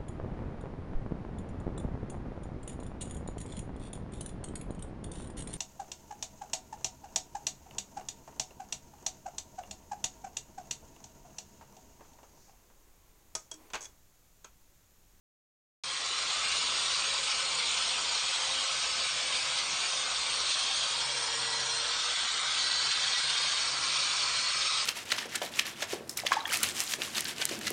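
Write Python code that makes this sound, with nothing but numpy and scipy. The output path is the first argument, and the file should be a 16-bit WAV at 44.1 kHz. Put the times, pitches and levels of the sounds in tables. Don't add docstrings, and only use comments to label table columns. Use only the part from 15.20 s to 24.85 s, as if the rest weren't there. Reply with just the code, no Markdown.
import sys
import numpy as np
from scipy import signal
from scipy.fft import rfft, irfft
from scipy.io import wavfile
from scipy.ndimage import uniform_filter1d

SR = 44100
rng = np.random.default_rng(int(sys.argv[2]) if len(sys.argv) > 2 else 0)


def unload_audio(sound):
    columns = np.transpose(np.atleast_2d(sound))
    steps = np.round(np.clip(columns, -1, 1) * 32767)
    wavfile.write(sys.argv[1], SR, steps.astype(np.int16))


N = 425565
T, HZ = np.arange(N) / SR, np.fft.rfftfreq(N, 1 / SR)

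# (time [s], level [dB])
HISS_LEVELS = [(0.85, -34.5), (1.2, -34.5), (1.36, -32.5), (1.6, -33), (2.3, -34), (2.56, -32.5),
               (2.84, -34), (3.12, -33), (3.3, -33.5), (3.95, -34.3), (4.2, -34), (4.46, -35.2),
               (4.67, -33.7), (4.9, -35), (5.15, -33.5), (5.32, -32.5), (5.52, -33), (5.63, -32.5),
               (5.88, -35), (6.05, -35), (6.5, -35.5), (6.92, -33), (7.22, -34.2), (7.36, -32.5),
               (7.7, -35), (7.8, -32), (8.1, -32), (8.39, -32), (8.46, -33.5), (8.59, -35.5), (8.68, -32),
               (9.18, -32.5), (9.6, -32)]
# (time [s], rub level [dB], ring level [dB])
RUB_AND_RING_LEVELS = [(1.3, -51.5, -40.5), (2.6, -51.5, -41.5), (5.7, -51.5, -42), (6.6, -54, -41),
                       (7.1, -53.5, -40), (9.65, -53, -40)]
# (time [s], length [s], boost [dB])
WIRE_CATCHES = [(1.33, 0.012, 2), (1.754, 0.022, 1.5), (2.108, 0.033, 2), (2.205, 0.018, 1.5),
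                (2.403, 0.022, 2), (2.545, 0.1, 0.5), (2.952, 0.02, 1.5), (3.095, 0.05, 0),
                (3.348, 0.015, 2.5), (3.623, 0.013, 1.5), (3.805, 0.021, 1), (3.89, 0.021, 1.5),
                (4.16, 0.025, 2.5), (4.392, 0.022, 3), (4.66, 0.02, 0), (4.895, 0.031, 1),
                (5.308, 0.028, 2), (5.397, 0.018, 1.5), (5.579, 0.018, 0), (5.641, 0.021, 0.5),
                (5.81, 0.03, 2), (6.737, 0.024, 2.3), (6.973, 0.012, 1), (7.419, 0.022, 1),
                (7.496, 0.018, -1.5), (7.62, 0.016, 2.5), (7.663, 0.024, 2.5), (7.718, 0.018, 6.5),
                (7.883, 0.006, 2), (8.101, 0.02, 2.5), (8.177, 0.014, 1.5), (8.319, 0.017, 2.5),
                (8.641, 0.013, 2.5), (8.77, 0.011, 3), (8.827, 0.025, 0)]
# (frequency [Hz], relative level [dB])
SCRATCH_SPECTRUM = [(20, -41.5), (45, -21.5), (100, -22.5), (170, -24), (330, -23.5), (480, -16),
                    (800, -12.5), (1050, -7), (1450, -7.5), (1800, -10), (2300, -7), (3200, -1), (4600, 1),
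                    (4900, -1.5), (6300, 0.5), (8200, 5), (9000, -1)]
# (frequency [Hz], width [Hz], boost [dB])
SIDE_WALL_MODES = [(260, 36, 6.5), (420, 35, 3.5), (680, 580, 2), (880, 420, 1.5), (1086, 100, 4),
                   (1295, 100, 4.5), (1510, 90, 3), (2330, 600, 4.5), (3420, 640, 0.5), (5140, 810, 0.5),
                   (7400, 1500, 2.5)]
LOWER_WALL_MODES = [(626, 250, 1), (1100, 84, 6.5), (1540, 110, 5), (2200, 130, 1), (2600, 150, 2),
                    (3320, 290, 2), (3620, 160, 1.5), (4150, 250, -0.5), (4600, 350, 1.5), (6950, 900, 0.5)]
RIM_MODES = [(275, 60, 5), (580, 20, 9.5), (700, 500, 1), (940, 180, 6), (1080, 89, 3), (1640, 320, 5),
             (1890, 60, 3.5), (2330, 140, 4), (3270, 240, 5.5), (3680, 350, 1), (4020, 200, 2.5),
             (4500, 260, 1), (5580, 1100, 5.5), (7040, 160, 4), (8400, 2700, 7.5)]
SHOULDER_MODES = [(258, 49, 8.4), (416, 25, 2), (607, 41, 2.6), (820, 170, 4.6), (1300, 460, 8.5),
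                  (1570, 150, 5.5), (1970, 200, 4.5), (2190, 460, 6), (3820, 1100, 4.4), (5670, 1100, 2.8),
                  (7600, 590, 3.5)]
UPPER_WALL_MODES = [(266, 48, 4), (1170, 710, 4), (1640, 280, 6), (1940, 120, 5), (2220, 190, 6),
                    (3200, 250, 4.5), (3580, 230, 4), (4210, 190, 4.5), (4530, 400, 1), (5270, 1400, 3)]
BELLY_MODES = [(255, 240, 4.2), (570, 97, 3.7), (816, 32, 5.5), (1060, 96, 6.2), (1266, 220, 7),
               (1610, 280, 3.3), (1990, 130, 5.6), (2304, 270, 8.3), (3700, 400, 1.4), (4630, 550, 2.9),
               (5400, 660, 4)]
# (midpoint time [s], length [s])
BRUSH_MOVES = [(5.2, 0.36), (5.78, 0.19), (6.78, 0.58), (7.36, 0.19), (8.38, 0.28)]
# (time [s], length [s], frequency [Hz], width [Hz], level [dB])
FUZZY_TONES = [(0.98, 0.54, 4040, 56, -43), (1.0, 0.6, 1210, 54, -51), (4.88, 0.33, 2125, 5.8, -47),
               (5.31, 0.1, 4150, 140, -43), (5.46, 0.42, 3300, 76, -49), (5.554, 0.36, 3590, 34, -45),
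               (6.303, 0.24, 1950, 12, -45), (6.35, 0.63, 4170, 48, -48), (6.55, 0.61, 3300, 79, -45),
               (7.48, 0.32, 1940, 9.8, -46), (7.58, 0.55, 4100, 120, -38), (7.57, 0.43, 4540, 80, -36.5),
               (7.987, 0.1, 1945, 12, -41.5)]
# (time [s], length [s], corner frequency [Hz], gain [dB])
BASS_DIPS = [(1.134, 0.029, 430, -22), (1.428, 0.016, 850, -8), (1.753, 0.018, 850, -19),
             (2.116, 0.032, 430, -26), (3.01, 0.026, 900, -12), (3.078, 0.025, 900, -12),
             (3.137, 0.03, 636, -32), (3.476, 0.045, 420, -36), (3.612, 0.018, 800, -23),
             (3.89, 0.023, 900, -20), (4.384, 0.02, 430, -12), (4.707, 0.026, 430, -11),
             (5.333, 0.035, 850, -10), (5.392, 0.036, 430, -21), (5.685, 0.025, 450, -22),
             (6.956, 0.024, 950, -19), (7.09, 0.024, 900, -15), (7.728, 0.034, 850, -10),
             (7.952, 0.014, 800, -23), (8.022, 0.025, 850, -15), (9.33, 0.021, 850, -14),
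             (9.492, 0.022, 850, -19)]

# (time [s], speed [turns/s])
MOTOR_SPEED = [(0.64, 533), (1.5, 535), (1.85, 548), (2.7, 524), (3.3, 533), (4.4, 516), (4.8, 522),
               (5.65, 516), (5.86, 487), (6.05, 467), (6.4, 459), (6.7, 471), (6.95, 496), (8.35, 520),
               (8.55, 507), (9.25, 521), (9.65, 524)]
# (multiple of motor speed, base level [dB])
MOTOR_TONES = [(1, -59.5), (2, -64)]
FAN_TONES = [(9, -52)]
# (multiple of spindle speed, base level [dB])
SPINDLE_TONES = [(1, -69), (2, -77), (3, -79)]
# (time [s], motor gain [dB], spindle gain [dB])
MACHINE_GAINS = [(0.64, 2.5, 7), (0.95, -2, 1), (1.2, -4, 2), (1.75, 0.5, 4.5), (2.15, 3.5, 4.5),
                 (2.5, -3, 1.5), (3.0, -1.5, 0.5), (3.22, 4.5, 2.5), (3.48, 6.5, 2), (3.6, -1, 2),
                 (3.75, 3, 0), (3.95, 0.5, 2), (4.25, 4, -2), (4.45, -9, 2), (4.72, 6, -2), (4.88, -4, -1),
                 (5.6, -0.5, 2), (5.85, -1.5, 2), (6.1, 5.5, -2), (6.4, 4, -1), (6.7, 3, -2), (6.8, 0, -20),
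                 (6.92, 0.5, -8), (7.02, -13, -8), (7.6, -12, 3), (8.6, -6, 5), (9.65, -8, 0)]
# (time [s], gain [dB])
FAN_GAINS = [(0.64, 3.5), (5.6, 2), (5.95, -6), (6.2, 6), (6.6, 7), (6.75, 1), (7.3, 0), (9.65, 0)]

# (frequency [Hz], width [Hz], gain [dB])
MICROPHONE_DIPS = [(4770, 140, -3.5), (6150, 140, -3.5), (7654, 575, -13)]


def scouring(hand_db=-0.02, fizz_db=-37):
    bite, load, caught = curves(HISS_LEVELS)[0], sag_percent(), catches()
    unsteady = hand_db * wander(rate=6) + chatter()
    rub, ring = curves(RUB_AND_RING_LEVELS)
    fizz = fizz_db + 0.35 * (bite - bite.mean()) - 0.1144 * load
    bands = [(800, rub + 0.2252 * load),  # (upper edge [Hz], level [dB])
             (2200, ring + 0.15 * caught),
             (5200, bite + unsteady + caught),
             (11000, fizz + unsteady + 0.44 * caught)]
    spectrum = rfft(pot(wire_tips(caught)))
    sound, lower = np.zeros(N), 0
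    for edge_hz, level_db in bands:
        lowpass = 1 / (1 + (HZ / edge_hz) ** 8)
        band = irfft(spectrum * (lowpass - lower), N)
        power = uniform_filter1d(uniform_filter1d(band ** 2, SR // 5), SR // 5)
        sound += amp(level_db) * band / np.sqrt(power + 1e-12)
        lower = lowpass
    return sound


def wire_tips(caught_db, strikes_per_s=16000, spread_db=2.0, bounce_db=0.12):
    strikes = (rng.random(N) < strikes_per_s / SR) * rng.choice([-1., 1.], N)
    size_db = (spread_db + 0.077 * caught_db) * np.minimum(rng.exponential(1, N), 4)
    return strikes * amp(size_db + bounce_db * wander(rate=15))


def catches():
    return sum(db * np.exp(-(2 * (T - time) / length) ** 2) for time, length, db in WIRE_CATCHES)


def chatter(depth_db=0.3, skips_per_s=(18, 32)):
    band = signal.butter(2, skips_per_s, "bandpass", fs=SR, output="sos")
    return depth_db * unit(signal.sosfilt(band, rng.standard_normal(N)))


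def pot(strikes):
    hz, db = np.transpose(SCRATCH_SPECTRUM)
    colour = amp(np.interp(np.log(HZ + 1), np.log(hz), db))
    scratch = rfft(shimmer(iron_ring(strikes))) * colour
    path = (SIDE_WALL_MODES, LOWER_WALL_MODES, RIM_MODES, SHOULDER_MODES, UPPER_WALL_MODES, BELLY_MODES)
    sound, *later_places = [unit(irfft(scratch * response(modes), N)) for modes in path]
    for (time, length), place in zip(BRUSH_MOVES, later_places):
        arrived = np.clip((T - time) / length + 0.5, 0, 1)
        sound = (1 - arrived) * sound + arrived * place
    return sound


def iron_ring(strikes, t60_s=0.095, share=0.34, spots=44):
    decay = np.exp(-np.log(1000) * T[:SR // 5] / t60_s)
    sound, stay = strikes.copy(), N // spots
    for start in range(0, N - stay, stay):
        passing = strikes[start:start + 2 * stay]
        window = np.sqrt(np.hanning(len(passing)))
        tail = rng.standard_normal(len(decay)) * decay
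        ring = signal.fftconvolve(passing * window, tail / np.linalg.norm(tail))[:N - start]
        sound[start:start + len(ring)] += share * ring
    return sound


def shimmer(sound, mid_db=1.58, treble_db=3.5, broad_db=0.79):
    hz, t, frames = signal.stft(sound, SR, nperseg=1024, noverlap=768)

    def patches(length_s, width_hz):
        blur = np.exp(-0.5 * ((t[:41, None] - t[20]) / length_s) ** 2
                      - 0.5 * ((hz[:41] - hz[20]) / width_hz) ** 2)
        return unit(signal.fftconvolve(rng.standard_normal((len(t), len(hz))), blur, "same")).T

    depth_db = np.interp(hz, [3000, 6500], [mid_db, treble_db])[:, None]
    narrow = np.minimum(patches(length_s=0.019, width_hz=40), 1.5)
    broad = patches(length_s=0.01, width_hz=270)
    gain = amp(depth_db * narrow + broad_db * broad)
    gain /= np.sqrt(np.mean(gain ** 2, axis=1, keepdims=True))
    return signal.istft(frames * gain, SR, nperseg=1024, noverlap=768)[1][:N]


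def fuzzy_tones():
    sound = np.zeros(N)
    for time, length, hz, width, db in FUZZY_TONES:
        fuzz = wander(width) + 1j * wander(width)
        tone = (fuzz * np.exp(2j * np.pi * hz * T)).real
        sound += amp(db) * plateau(T - time, length) * tone
    return sound


def grinder(waver=0.0012, gear_ratio=0.279):
    speed = curves(MOTOR_SPEED)[0] * (1 + waver * wander(rate=13))
    turns = np.cumsum(speed) / SR
    motor_db, spindle_db = curves(MACHINE_GAINS)
    return motor(turns, motor_db) + fan(turns) + spindle(gear_ratio * turns, spindle_db)


def motor(turns, gain_db, mains_hz=60):
    throb = 1 + 0.27 * np.cos(2 * np.pi * 2 * mains_hz * T)
    growl = shaft_tones(turns, MOTOR_TONES[1:], flutter=0.67, flutter_hz=16)
    whine = shaft_tones(turns, MOTOR_TONES[:1], flutter=0.33, flutter_hz=12)
    return amp(gain_db) * throb * (whine + amp(0.3 * sag_percent()) * growl)


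def fan(turns):
    return amp(curves(FAN_GAINS)[0]) * shaft_tones(turns, FAN_TONES, flutter=0.8, flutter_hz=24)


def spindle(turns, gain_db):
    drone = shaft_tones(turns, SPINDLE_TONES, flutter=0.3, flutter_hz=7.7)
    return amp(gain_db + 0.83 * sag_percent()) * drone


def shaft_tones(turns, tones, flutter, flutter_hz):
    sound = np.zeros(N)
    for multiple, db in tones:
        tone = np.sqrt(2) * np.cos(2 * np.pi * (multiple * turns + rng.random()))
        sound += amp(db) * tone * (1 + flutter * wander(flutter_hz))
    return sound


def sag_percent(light_work_turns_per_s=530):
    return 100 * (1 - curves(MOTOR_SPEED)[0] / light_work_turns_per_s)


def hum(hz=58.6, level_db=-66, waver=0.22):
    tone = np.cos(2 * np.pi * hz * T + waver * wander(rate=8))
    return amp(level_db) * unit(tone * (1 + waver * wander(rate=8)))


def thin_bass(sound):
    hz, t, frames = signal.stft(sound, SR, nperseg=512, noverlap=384)
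    dip_db = sum(db * np.outer(1 / (1 + (hz / corner) ** 12), plateau(t - time, length))
                 for time, length, corner, db in BASS_DIPS)
    return signal.istft(frames * amp(dip_db), SR, nperseg=512, noverlap=384)[1][:N]


def amp(db):
    return 10 ** (np.asarray(db) / 20)


def unit(x):
    return x / np.sqrt(np.mean(x ** 2) + 1e-20)


def curves(rows):
    times, *columns = np.transpose(rows)
    return [np.interp(T, times, column) for column in columns]


def response(rows):
    return amp(sum(db / (1 + (2 * (HZ - hz) / width) ** 2) for hz, width, db in rows))


def plateau(t, length):
    return np.exp(-(2 * t / length) ** 4)


def wander(rate):
    return unit(signal.sosfilt(signal.butter(2, rate, fs=SR, output="sos"), rng.standard_normal(N)))


def scene():
    sound = thin_bass(scouring() + fuzzy_tones() + grinder() + hum())
    return np.array([sound, sound])


def record(dry, start_s=0.637, swell_s=0.53, start_db=-4, top_hz=9220):
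    coloured = irfft(rfft(dry) * response(MICROPHONE_DIPS), N)
    swell = amp(start_db * np.clip(1 - (T - start_s) / swell_s, 0, 1)) * (T >= start_s)
    lowpass = signal.firwin(401, top_hz, window=("kaiser", 9), fs=SR)
    return signal.oaconvolve(coloured * swell, lowpass[None], "same")


dry = scene()
out = record(dry)
unload_audio(out)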